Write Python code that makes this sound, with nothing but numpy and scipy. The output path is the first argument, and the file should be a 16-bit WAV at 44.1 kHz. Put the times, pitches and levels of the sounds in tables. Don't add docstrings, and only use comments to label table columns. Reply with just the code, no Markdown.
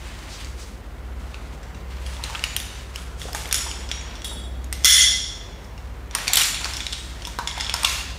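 import sys
import numpy as np
from scipy import signal
from scipy.io import wavfile

SR = 44100
rng = np.random.default_rng(int(sys.argv[2]) if len(sys.argv) > 2 else 0)


def persist_wave(psi):
    counts = np.round(np.clip(psi, -1, 1) * 32767).astype(np.int16)
    wavfile.write(sys.argv[1], SR, np.atleast_2d(counts).T)


def makeup_ratio(level_db):
    decades = np.asarray(level_db, float) / 20
    return 10 ** decades


N = 360914


def in_time(rows):
    s, *columns = np.transpose(rows)
    return [np.interp(np.arange(N) / SR, s, c) for c in columns]


def at_hz(points, hz):
    table_hz, level = np.array(points)[:, 0], np.array(points)[:, 1]
    return np.interp(np.log(hz), np.log(table_hz), level)


def rms_one(x):
    return x / np.sqrt(np.mean(x ** 2) + 1e-20)


def peak_one(x):
    return x / np.max(np.abs(x), axis=-1, keepdims=True)


def band(x, low_hz, high_hz):
    sos = signal.butter(2, [low_hz, min(high_hz, .45 * SR)], "band", fs=SR, output="sos")
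    return signal.sosfilt(sos, x)


def drift(rate):
    r = np.exp(-80 * np.pi * rate / SR)
    slow = signal.lfilter([1], [1, -2 * r, r * r], rng.standard_normal(N // 40 + 2002))[2000:]
    return np.interp(np.arange(N) / 40, np.arange(len(slow)), rms_one(slow))


def add(track, s, sound):
    at = round(s * SR)
    track[at:at + len(sound)] += sound[:N - at]


def knocks(contact_s, ring_s, ring_share):
    # t/s, peak level/dB, main ring f/Hz, second ring f/Hz, hall share level/dB
    clear_cracks = [(2.2994, -26, 1770.0, 5680.0, -2), (2.601, -17, 3520, 11000, -10),
                    (3.1971, -31, 3270, 6980.0, -5), (3.3313, -18, 5170.0, 2070.0, -15),
                    (3.3483, -14, 1800, 6500.0, -15.0), (3.5268, -1, 8730, 5660, -11),
                    (3.5438, -2.5, 6760, 5330, -2.5), (4.2448, -19.5, 3400.0, 9950.0, 2.5),
                    (4.6436, -28.5, 6590.0, 8760.0, -10), (4.727, -10, 8250, 1960, -6.5),
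                    (4.8458, 0.5, 3200, 5150, -8), (4.8528, 9.5, 5800, 9260.0, 6), (6.1505, -4, 8960, 2700, -7),
                    (6.1856, -16, 1640.0, 3170.0, -7), (6.3339, 0.5, 7550, 4070, -2.5),
                    (6.4155, -6.5, 2930, 9000, -3), (7.2716, -17, 3700, 5400, -3.5),
                    (7.8331, -9.5, 8610, 5000.0, -9),
                    (4.8465, -2, 2080, 12300, -2),
        (4.8535, -5, 4600, 8100, 4),
        (6.3712, -1, 3700, 14100, -3.5),
        (7.849, -4.5, 7970, 2720, -25),
    ]
    clinks = [(1.63, -35.5, 1790.0, 7340.0, 3.5), (2.0642, -23, 3220, 4670.0, -6),
              (2.2386, -12, 4130, 8600, -5.5), (2.4393, -5.5, 2900, 4700, -8),
              (2.9593, -15, 2950.0, 5240, -19), (3.2166, -19, 3380, 2050.0, -1.5),
              (3.5118, -16, 3640.0, 1700.0, 0.5), (4.2795, -25, 3420.0, 9820.0, -14),
              (5.6444, -36, 1590.0, 5340.0, 2.0), (6.2796, -4.5, 4560, 2520, -2),
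              (6.6564, -14, 1500, 5100.0, -7), (6.7357, -18, 5240, 2200, 0),
              (6.7684, -13.5, 5560, 3500, -3), (7.3878, -16, 1530, 4100, -4),
              (7.5802, -21, 3620.0, 5380.0, -5), (7.7401, -5.5, 5230, 8400.0, -5.5),
              (7.764, -18, 4800, 1700.0, -1), (7.8465, -3, 2870, 3500, 3.5)]
    flat_knocks = [(0.4467, -22.5, 4670, 6290.0, -4), (1.3438, -23.5, 2680, 3850.0, -7),
                   (1.746, -34.5, 2780, 3920, 2.5), (2.167, -26, 3490.0, 2050.0, -10.0),
                   (2.3501, -15, 2670, 3940.0, -15), (2.394, -19.5, 2840, 4430, -12.0),
                   (3.4566, -19.5, 2130.0, 3320, -8.0), (3.714, -16.5, 3000, 4800, -7),
                   (3.89, -23, 5160, 3320.0, -1), (3.9148, -8, 3350, 2090.0, -6.5),
                   (4.0118, -26, 2540, 7100, -11), (4.154, -28.5, 3500, 5250.0, 3),
                   (4.2192, -22, 3380.0, 5620.0, -8), (4.839, -21, 6120.0, 3450.0, -5),
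                   (5.7785, -30, 2820, 5400, -3.5), (6.111, -24, 5750, 3600.0, -8),
                   (6.2714, -16, 2540, 4700, 2.0), (6.545, -15.5, 4070, 8800, 4),
                   (6.6448, -10, 4570, 2700, -3.5), (6.8047, -15.5, 3550, 2500.0, -0.5),
                   (6.8667, -9.5, 3880.0, 3000.0, -8), (6.9257, -16.5, 3700.0, 7500, 0.5),
                   (6.93, -12.5, 3510.0, 5100, -4.0), (7.221, -23, 3120.0, 4550, -3.0),
                   (7.2516, -15, 3400.0, 5200, -6.5), (7.4743, -8, 3500, 5140, -4),
                   (7.5995, -17, 3577, 2090.0, 5), (7.6086, -11.5, 5100, 2070.0, -6),
                   (7.646, -17, 3400.0, 5300.0, -1), (7.696, -8, 3270, 2700.0, -5)]
    ticks = [
        (2.5647, -6.0, 3210, 8600, -7.5),
        (3.476, -25, 6420.0, 5120.0, -6),
        (3.49, -25.0, 2020.0, 5960.0, -8.0),
        (6.357, 1, 7640, 3870, -8),
        (6.3703, -0.5, 4880, 8260, -1),
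    ]
    bite, second_ring_db = 5.2, -5.5
    hall_rough, hall_ring = 0.43, .17
    kinds = ((clear_cracks, -7), (clinks, -13.5), (flat_knocks, -22.5), (ticks, -3))
    blows = sorted((*row, crack_db) for rows, crack_db in kinds for row in rows)
    near, sent, t = np.zeros(N), np.zeros(N), np.arange(600) / SR
    roughs = rng.standard_normal((len(blows), len(t))) * np.exp(-t / contact_s)
    for (s, peak_db, hz, second_hz, hall_db, crack_db), rough in zip(blows, roughs):
        rings = np.sin(2 * np.pi * hz * t) + makeup_ratio(second_ring_db) * np.sin(2 * np.pi * second_hz * t)
        choked = ring_share * np.array([[1], [hall_ring]]) * rings * np.exp(-t / ring_s)
        contact = bite * (t == 0) * [[.55], [1]] + rough * [[1], [hall_rough]]
        body_top_hz = min(6900, 1.51 * max(hz, second_hz))
        body = peak_one(band(band(contact, 1590, 9100), 1200, body_top_hz)) + choked
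        crack = peak_one(band(contact, 9070, 13100)) * makeup_ratio(crack_db)
        direct, fed = peak_one(peak_one(body) + crack)
        add(near, s, makeup_ratio(min(peak_db, 4)) * direct)
        add(sent, s, fed * np.std(direct) / np.std(fed) * makeup_ratio(peak_db + min(hall_db, 5)))
    return near, sent


def rebounds():
    # t/s, peak level/dB, centre f/Hz, decay time/s
    bounces = [(2.3543, -18, 2900, .002), (3.555, -15, 6900, .003), (3.563, -20, 10900, .003),
               (3.61, -27, 2600, .002), (6.373, -6, 3200, 0.0023), (6.3735, -8, 8300, .003),
               (6.409, -11, 3800, .0015), (6.42, -12, 2900, .002), (6.435, -13, 5200, .001),
               (6.445, -15, 4800, .001), (6.466, -17, 4500, .0015), (6.488, -17, 6000, .0015),
               (6.575, -21, 3500, .002), (7.493, -24, 5300, .003), (7.512, -19.5, 3400, .003),
               (7.528, -29, 5170, .003), (7.54, -33, 5500, .003), (7.665, -21, 3400, .003),
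               (7.834, -23, 1000, 0.0037), (7.8484, -6, 3430, 0.0017)]
    out, t = np.zeros(N), np.arange(1200) / SR
    roughs = rng.standard_normal((len(bounces), len(t)))
    for (s, peak_db, hz, dies_s), rough in zip(bounces, roughs):
        contact = rough * np.exp(-t / max(dies_s, 3e-4))
        add(out, s, makeup_ratio(peak_db) * peak_one(band(contact, 0.86 * hz, 1.14 * hz)))
    return out


def ringing(modes_hz, modes, hits, sustain, clang_db):
    swing_m, swing_hz = 0.013, 7.0
    hz = np.array(modes_hz)[:, None]
    out, (level_db, t60) = np.zeros(N), np.transpose(modes)[:, :, None]
    spread = rng.standard_normal((len(hits), 3, len(modes), 1))
    spread[0, 0] = 0
    for (s, hit_db, damped_s), (uneven, detune, phase) in zip(hits, spread):
        t = np.arange(round((damped_s + .04) * SR)) / SR
        heard = t + swing_m / 343 * np.sin(2 * np.pi * swing_hz * t)
        dull_db = 0.39 * (hits[0][1] - hit_db) * np.log2(hz / 3000)
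        level = makeup_ratio(hit_db + level_db - dull_db + 1.8 * uneven)
        decay = makeup_ratio(-60 * t / np.clip(sustain * t60, .03, 1.5))
        long = decay * np.sin(2 * np.pi * (hz * heard + phase))
        twin_hz = hz * (1 + .007 * detune)
        twin = makeup_ratio(clang_db - 60 * t / .07) * np.sin(2 * np.pi * (twin_hz * t - phase))
        envelope = np.clip(t / .001, 0, 1) * np.clip((damped_s + .04 - t) / .04, 0, 1) ** 2
        add(out, s, envelope * (level * (long + twin)).sum(axis=0))
    return out


def big_link():
    link_hz = [2033, 3274, 3394, 3458, 3666, 5181, 5614, 6441, 6982, 8936, 9397, 9700, 10960, 15141]
    # level/dB, T60/s
    link_modes = [(-3, 0.044), (1, 0.026), (-4.5, 0.028), (1.5, 0.024), (-14, 0.06), (-5, 0.027),
                  (-4.5, 0.03), (3, 0.041), (-5, 0.055), (-6.5, 0.045), (-5, 0.04), (-13, 0.09),
                  (-11, 0.066), (-11, 0.06)]
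    partner_hz = [3190, 4880, 5047, 5533, 5670, 6000, 6680, 10820, 12400, 13490, 14340]
    # level/dB, T60/s
    partner_modes = [(-7, .03), (-16, 0.029), (1, 0.019), (-3, 0.038), (-14, 0.041), (-18, .03),
                     (-3, 0.039), (-8.5, 0.089), (-27, .08), (-13, 0.045), (-27, .06)]
    # t/s, level/dB, damped after/s
    hits = [
        (4.846, -5.0, .17),
        (4.8545, -13.0, .16),
        (4.727, -44.0, .1),
    ]
    link = ringing(link_hz, link_modes, hits, sustain=2.4, clang_db=-6.0)
    return link + ringing(partner_hz, partner_modes, hits, sustain=2.4, clang_db=-3.0)


def gate():
    gate_hz = [3345, 3755, 5430, 7490, 8260, 8610, 10040, 14120, 14620]
    # level/dB, T60/s
    gate_modes = [(16, 0.17), (7, 0.15), (-11, 0.33), (-3, .4), (-4, 0.75), (-4, .3), (3.5, 0.7), (-11, .4),
                  (-9, .45)]
    # t/s, level/dB, damped after/s
    hits = [
        (4.245, -39.0, .6),
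    ]
    return ringing(gate_hz, gate_modes, hits, sustain=0.36, clang_db=-1.0)


def rope_device():
    device_hz = [3260, 3530, 5260, 5790, 6840, 8030, 8820, 9800, 10900, 13400, 14400]
    # level/dB, T60/s
    device_modes = [(-7, 0.19), (-7, .12), (-3, .05), (-6, .06), (-0.5, .18), (-3, .06), (-11, .12),
                    (-9, 0.2), (-1, 0.2), (-14, .15), (-18, .25)]
    # t/s, level/dB, damped after/s
    hits = [
        (3.525, -30.0, .2),
        (3.544, -30.0, .2),
    ]
    return ringing(device_hz, device_modes, hits, sustain=0.18, clang_db=2.5)


def cam():
    cam_hz = [3360, 3780, 5680, 6580, 7030, 8610, 9810]
    # level/dB, T60/s
    cam_modes = [(-9, 0.3), (-9, 0.42), (-1.5, 0.5), (-9, .4), (-12, .4), (-25, .7), (-16, .8)]
    # t/s, level/dB, damped after/s
    hits = [
        (3.917, -39, .4),
    ]
    return ringing(cam_hz, cam_modes, hits, sustain=0.17, clang_db=8.5)


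def metal_ring():
    ring_hz = [2950, 3715, 6175, 6858, 9600, 11100, 12600, 14450, 15410]
    # level/dB, T60/s
    ring_modes = [(-4, .28), (2, 0.26), (-2, 0.67), (-6, 0.4), (-3, .23), (-6, .3), (-9, .25), (-9, .4),
                  (-14, .27)]
    # t/s, level/dB, damped after/s
    hits = [
        (2.563, -33, .4),
    ]
    return ringing(ring_hz, ring_modes, hits, sustain=0.11, clang_db=-3.0)


def glances():
    touch_s = [2.066, 2.44, 2.96, 3.349, 3.527, 3.545, 3.84, 4.846, 4.855, 6.151, 6.335, 6.372, 6.768,
               6.931, 7.388, 7.475, 7.61, 7.698, 7.848]
    # f/Hz, level/dB, T60/s
    touch_modes = [
        [(10070, -43, .1), (8260, -48, .08), (3300, -42, .1)],
        [(2940, -33, .1), (6858, -37, .12), (4550, -37, .06)],
        [(11100, -49, .13), (3220, -42, .08)],
        [(850, -30, 0.053)],
        [(10800, -30, .08), (5550, -27, .04)],
        [(5180, -28, .06), (5320, -29, .06), (5660, -29, .05), (3500, -28, .05), (6000, -32, .04),
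         (6980, -26, .05)],
        [(3350, -38, .08), (8600, -50, .08)],
        [(1590, -22, .05), (4200, -29, .05), (4560, -30, .04), (11500, -37, .05), (12950, -34, .05),
         (15550, -34, .05)],
        [(5900, -23, .04), (6200, -26, .04), (5230, -24, .12)],
        [(1910, -29, .03)],
        [(7020, -17, 0.045), (7550, -25, .05), (10800, -25, .05)],
        [(7300, -22, 0.056), (14100, -36, .06), (9500, -33, .08)],
        [(5570, -44, 0.073), (7100, -44, .08), (9600, -46, .06)],
        [(3270, -36, .07), (3810, -41, 0.25), (4900, -52, .1), (8262, -41.5, .25), (10030, -48, .15)],
        [(960, -28, 0.083)],
        [(2116, -31, .08), (3330, -31, .1), (5340, -33, .07), (5860, -45, .06), (10950, -42, .07),
         (15140, -54, .04)],
        [(5250, -26, .05), (3240, -35, .07), (9700, -48, .1)],
        [(3380, -28, .06), (6980, -40, .05)],
        [(2760, -23, 0.066), (1045, -25, .06), (5000, -25, .04), (6500, -24, 0.057)],
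    ]
    cluster_share, cluster_db = .011, -5.0
    out, t = np.zeros(N), np.arange(round(.4 * SR)) / SR
    for s, modes in zip(touch_s, touch_modes):
        hz, level_db, t60 = np.transpose(modes)[:, :, None]
        fall_db = 60 * t / np.clip(t60, .02, .4)
        turn = 2 * np.pi * hz * t
        pair = np.sin(turn * (1 + cluster_share)) - np.sin(turn * (1 - .7 * cluster_share))
        neighbours = makeup_ratio(cluster_db - fall_db) * pair
        add(out, s, (makeup_ratio(level_db - 1.0 - fall_db) * (np.sin(turn) + neighbours)).sum(axis=0))
    return out


def rattles(per_s, uneven_db):
    # t/s, end t/s, level/dB
    bunches = [
        (6.15, 6.37, -37.5),
        (6.372, 6.54, -20),
        (7.85, 8.04, -28.5),
        (4.86, 5.1, -28),
        (3.545, 3.68, -31.5),
        (3.348, 3.495, -33.5),
        (2, 2.24, -54),
    ]
    out = np.zeros(N)
    sizes = makeup_ratio(uneven_db * np.minimum(rng.exponential(1, N), 4)) * rng.choice([-1, 1], N)
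    clicks = rms_one(band(sizes * (rng.random(N) < per_s / SR), 1230, 9500))
    for start, end, level_db in bunches:
        part = clicks[round(start * SR):round(end * SR)]
        add(out, start, makeup_ratio(level_db) * part * np.linspace(1, .12, len(part)))
    return out


def thuds(contact_s, ring_s):
    # t/s, peak level/dB, body f/Hz
    dull_knocks = [(2.195, -30, 907), (2.298, -27, 880), (2.349, -23, 1280), (3.254, -26.5, 497),
                   (3.285, -27.5, 770), (3.348, -19, 850), (3.455, -33, 837), (3.61, -31, 1330),
                   (3.664, -25.5, 894), (6.3, -25, 764.4), (4.314, -29.5, 860), (6.372, -20, 830),
                   (6.151, -21, 1120), (6.61, -30, 980), (6.654, -21.5, 1050), (7.271, -29, 950),
                   (7.3873, -14.5, 960), (7.577, -21.5, 870), (7.741, -16.5, 960), (7.848, -17, 1120)]
    out, t = np.zeros(N), np.arange(2500) / SR
    contacts = rng.standard_normal((len(dull_knocks), len(t))) * np.exp(-t / contact_s)
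    for (s, peak_db, hz), contact in zip(dull_knocks, contacts):
        body = np.sin(2 * np.pi * hz * t) * np.exp(-t / ring_s)
        rough = peak_one(band(contact, 0.75 * hz, 1.49 * hz))
        add(out, s, makeup_ratio(peak_db) * peak_one(body + 0.82 * rough))
    return out


def strokes():
    # t/s, hold time/s, force level/dB, brightness level/dB
    rubs = [(0.0, 0.26, -40.5, -1.5), (0.3, 0.13, -40.5, 2.5), (0.59, 0.016, -44, 5), (1.2, 0.34, -48, 0),
            (1.9, 0.14, -43, -4), (2.06, 0.098, -39.5, 0.1), (2.24, 0.24, -35.5, -0.5),
            (2.565, 0.26, -41, -0.5), (2.955, 0.035, -40.5, 2), (3.205, 0.072, -44, 10),
            (3.355, 0.46, -38.5, -3), (3.9, 0.22, -38.5, -16), (4.255, 0.044, -52, 9),
            (4.73, 0.12, -44, -2), (4.85, 0.26, -51, 18.5), (5.26, 0.32, -46.5, -12),
            (6.153, 0.22, -30.5, -21), (6.34, 0.39, -34, 1.5), (6.8, 0.27, -43.5, 5), (7.1, 0.32, -44.5, 1),
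            (7.57, 0.093, -33.5, -12), (7.79, 0.2, -32, -1)]
    rise_db_per_s, fall_db_per_s = 372, 63
    rest_db, rest_brightness_db = -51.5, -1.5
    t = np.arange(0, N + 40, 40) / SR
    s, held_s, force_db, brightness_db = np.transpose(rubs)[:, :, None]
    rise_db = -rise_db_per_s * np.maximum(s - t, 0)
    shape_db = rise_db - fall_db_per_s * np.maximum(t - s - held_s, 0)
    low_db = np.maximum((force_db + shape_db).max(axis=0), rest_db)
    bright_db = (force_db + brightness_db + shape_db).max(axis=0)
    bright_db = np.maximum(bright_db, rest_db + rest_brightness_db)
    return in_time(np.transpose([t, low_db, bright_db]))


def rustle(grains_per_s, grain_db):
    low_db, bright_db = strokes()
    together = drift(24)
    sizes = makeup_ratio(grain_db * np.minimum(rng.exponential(1, (2, N)), 5)) * rng.choice([-1, 1], (2, N))
    low, bright = sizes * (rng.random((2, N)) < grains_per_s / SR)
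    low = rms_one(band(low, 650, 3540)) * makeup_ratio(low_db - 4.0 + together)
    bright = rms_one(band(bright, 2670, 8900) + 0.17 * band(bright, 6200, 16200))
    return low + bright * makeup_ratio(bright_db - 7.5 + together)


def drags():
    # t/s, length/s, centre f/Hz, level/dB
    pulls = [
        (0.278, 0.12, 4600, -41.5),
        (0.377, 0.075, 3500, -43),
        (0.38, .045, 7800, -56),
        (.575, 0.09, 5700, -45),
        (.05, 0.1, 2000, -48),
    ]
    out, hiss = np.zeros(N), rng.standard_normal(N)
    for s, length_s, hz, level_db in pulls:
        part = hiss[round(s * SR):round((s + length_s) * SR)]
        swell = np.sqrt(np.hanning(len(part)))
        add(out, s, makeup_ratio(level_db) * rms_one(band(part, 0.71 * hz, 1.33 * hz)) * swell)
    return out


def hall(x, early_db, rise_s):
    # f/Hz, T60/s
    decay_times = [(300, 0.38), (1500, 0.67), (4000, 0.87), (7000, 0.77), (11000, 0.52), (16000, 0.3)]
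    # f/Hz, level/dB
    colour = [(300, -3), (1000, 1.5), (3000, 0.4), (8000, 0.5), (16000, 3)]
    hall_db, gap_s, early_s = -8, 0.00018, 0.0057
    t, edges = np.arange(round(1.2 * SR)) / SR, 250 * 2 ** np.arange(0, 6.4, 1 / 3)
    tail, white = 0, rng.standard_normal((2, len(t)))
    for k, (low, high) in enumerate(zip(edges, edges[1:])):
        hz = np.sqrt(low * high)
        echoes = band(band(white[k % 2], low, high), low, high)
        tail = tail + echoes * makeup_ratio(at_hz(colour, hz) - 60 * t / at_hz(decay_times, hz))
    tail = tail * (1 - np.exp(-np.maximum(t - gap_s, 0) / rise_s))
    tail = tail * (1 + makeup_ratio(early_db) * np.exp(-t / early_s))
    return makeup_ratio(hall_db) * signal.fftconvolve(x, tail / np.sqrt(np.sum(tail ** 2)))[:N]


def ventilation(patchy_db):
    # f/Hz, level per Hz/dB
    air_spectrum = [(15, -44), (31, -24), (48, -19), (64, -4.5), (78, -11.5), (92, -16.5), (200, -17.5),
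                    (363, -25), (463, -24), (2000, -32.5), (3340, -48), (4030, -59), (6210, -60),
                    (16000, -52)]
    # t/s, level/dB
    fan_swell = [(0.0, -36.5), (0.39, -47), (0.48, -32.5), (0.82, -46), (1.12, -33.5), (1.64, -40),
                 (2.07, -30), (2.39, -39.5), (4.05, -34.5), (4.12, -40.5), (4.58, -30), (5.28, -37),
                 (5.33, -50), (5.88, -35.5), (6.45, -55), (6.54, -38.5), (8.16, -37), (8.18, -54)]
    # f/Hz, rms level/dB
    motor_tones = [(48.0, -40), (100.0, -50), (149.0, -58)]
    air_db, fan_hz = -44, 63.9
    air, white, edges = 0, rng.standard_normal((2, N)), 24 * 2 ** np.arange(0, 9.6, .5)
    for k, (low, high) in enumerate(zip(edges, edges[1:])):
        level_db = at_hz(air_spectrum, np.sqrt(low * high)) + patchy_db * drift(0.91)
        air = air + band(white[k % 2], low, high) * makeup_ratio(level_db)
    t = np.arange(N) / SR
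    tones = makeup_ratio(in_time(fan_swell)[0]) * np.sin(2 * np.pi * fan_hz * t + 0.98 * drift(0.86))
    for hz, level_db in motor_tones:
        tones += makeup_ratio(level_db + 0.22 * drift(1.6)) * np.sin(2 * np.pi * hz * t + 0.12 * drift(1.1))
    return makeup_ratio(air_db) * air / np.std(band(air, 148, 16000)) + np.sqrt(2) * tones


def scene():
    near, sent = knocks(contact_s=0.0011, ring_s=0.0018, ring_share=1.0)
    dull = thuds(contact_s=.003, ring_s=0.0037)
    rings = big_link() + gate() + rope_device() + cam() + metal_ring() + glances()
    rub = rustle(grains_per_s=5000, grain_db=2.0)
    shaken = rattles(per_s=2500, uneven_db=1.2)
    struck = sent * makeup_ratio(10.5) + dull * makeup_ratio(9.0) + shaken * makeup_ratio(-1.0)
    far = hall(struck, early_db=7.5, rise_s=0.001)
    far += hall(rings * makeup_ratio(10.0), early_db=-30, rise_s=.025)
    steady = dull + shaken + rings + rub + far + ventilation(patchy_db=1.4) + rebounds() + drags()
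    top_cut = signal.cheby2(12, 30, 15950, fs=SR, output="sos")
    top_share = .4
    mono = top_share * near + signal.sosfiltfilt(top_cut, steady + (1 - top_share) * near)
    return np.stack([mono, mono])


def limiter(x):
    limit_db, recovery_db_per_s = -1.0, 68.0
    over_db = np.maximum(20 * np.log10(np.abs(x) + 1e-9) - limit_db, 0)
    climb = recovery_db_per_s * np.arange(N) / SR
    held_db = np.maximum.accumulate(over_db + climb, axis=-1) - climb
    return x * makeup_ratio(-held_db)


def parting(mid):
    # t/s, length/s, level under the sound/dB
    moments = [
        (.325, 0.042, -14),
        (5.037, 0.047, -9),
        (6.2, .045, -15),
    ]
    share = np.zeros(N)
    for s, length_s, level_db in moments:
        add(share, s, makeup_ratio(level_db) * np.hanning(round(length_s * SR)))
    treble = band(band(mid, 4300, 13000), 4300, 13000)
    return share * np.roll(treble, 441) * [[1], [-1]]


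def band_limit(x):
    return signal.sosfilt(signal.butter(12, 16840, fs=SR, output="sos"), x)


def record(dry):
    dry = signal.sosfilt(signal.butter(4, 36.0, "high", fs=SR, output="sos"), dry)
    hum = signal.sosfiltfilt(signal.butter(2, 90, fs=SR, output="sos"), dry)
    held = hum + limiter(dry - hum)
    held = signal.sosfilt(signal.cheby2(16, 60, 16900, fs=SR, output="sos"), held)
    return band_limit(held + parting(held[0]))


dry = scene()
out = record(dry)
persist_wave(out)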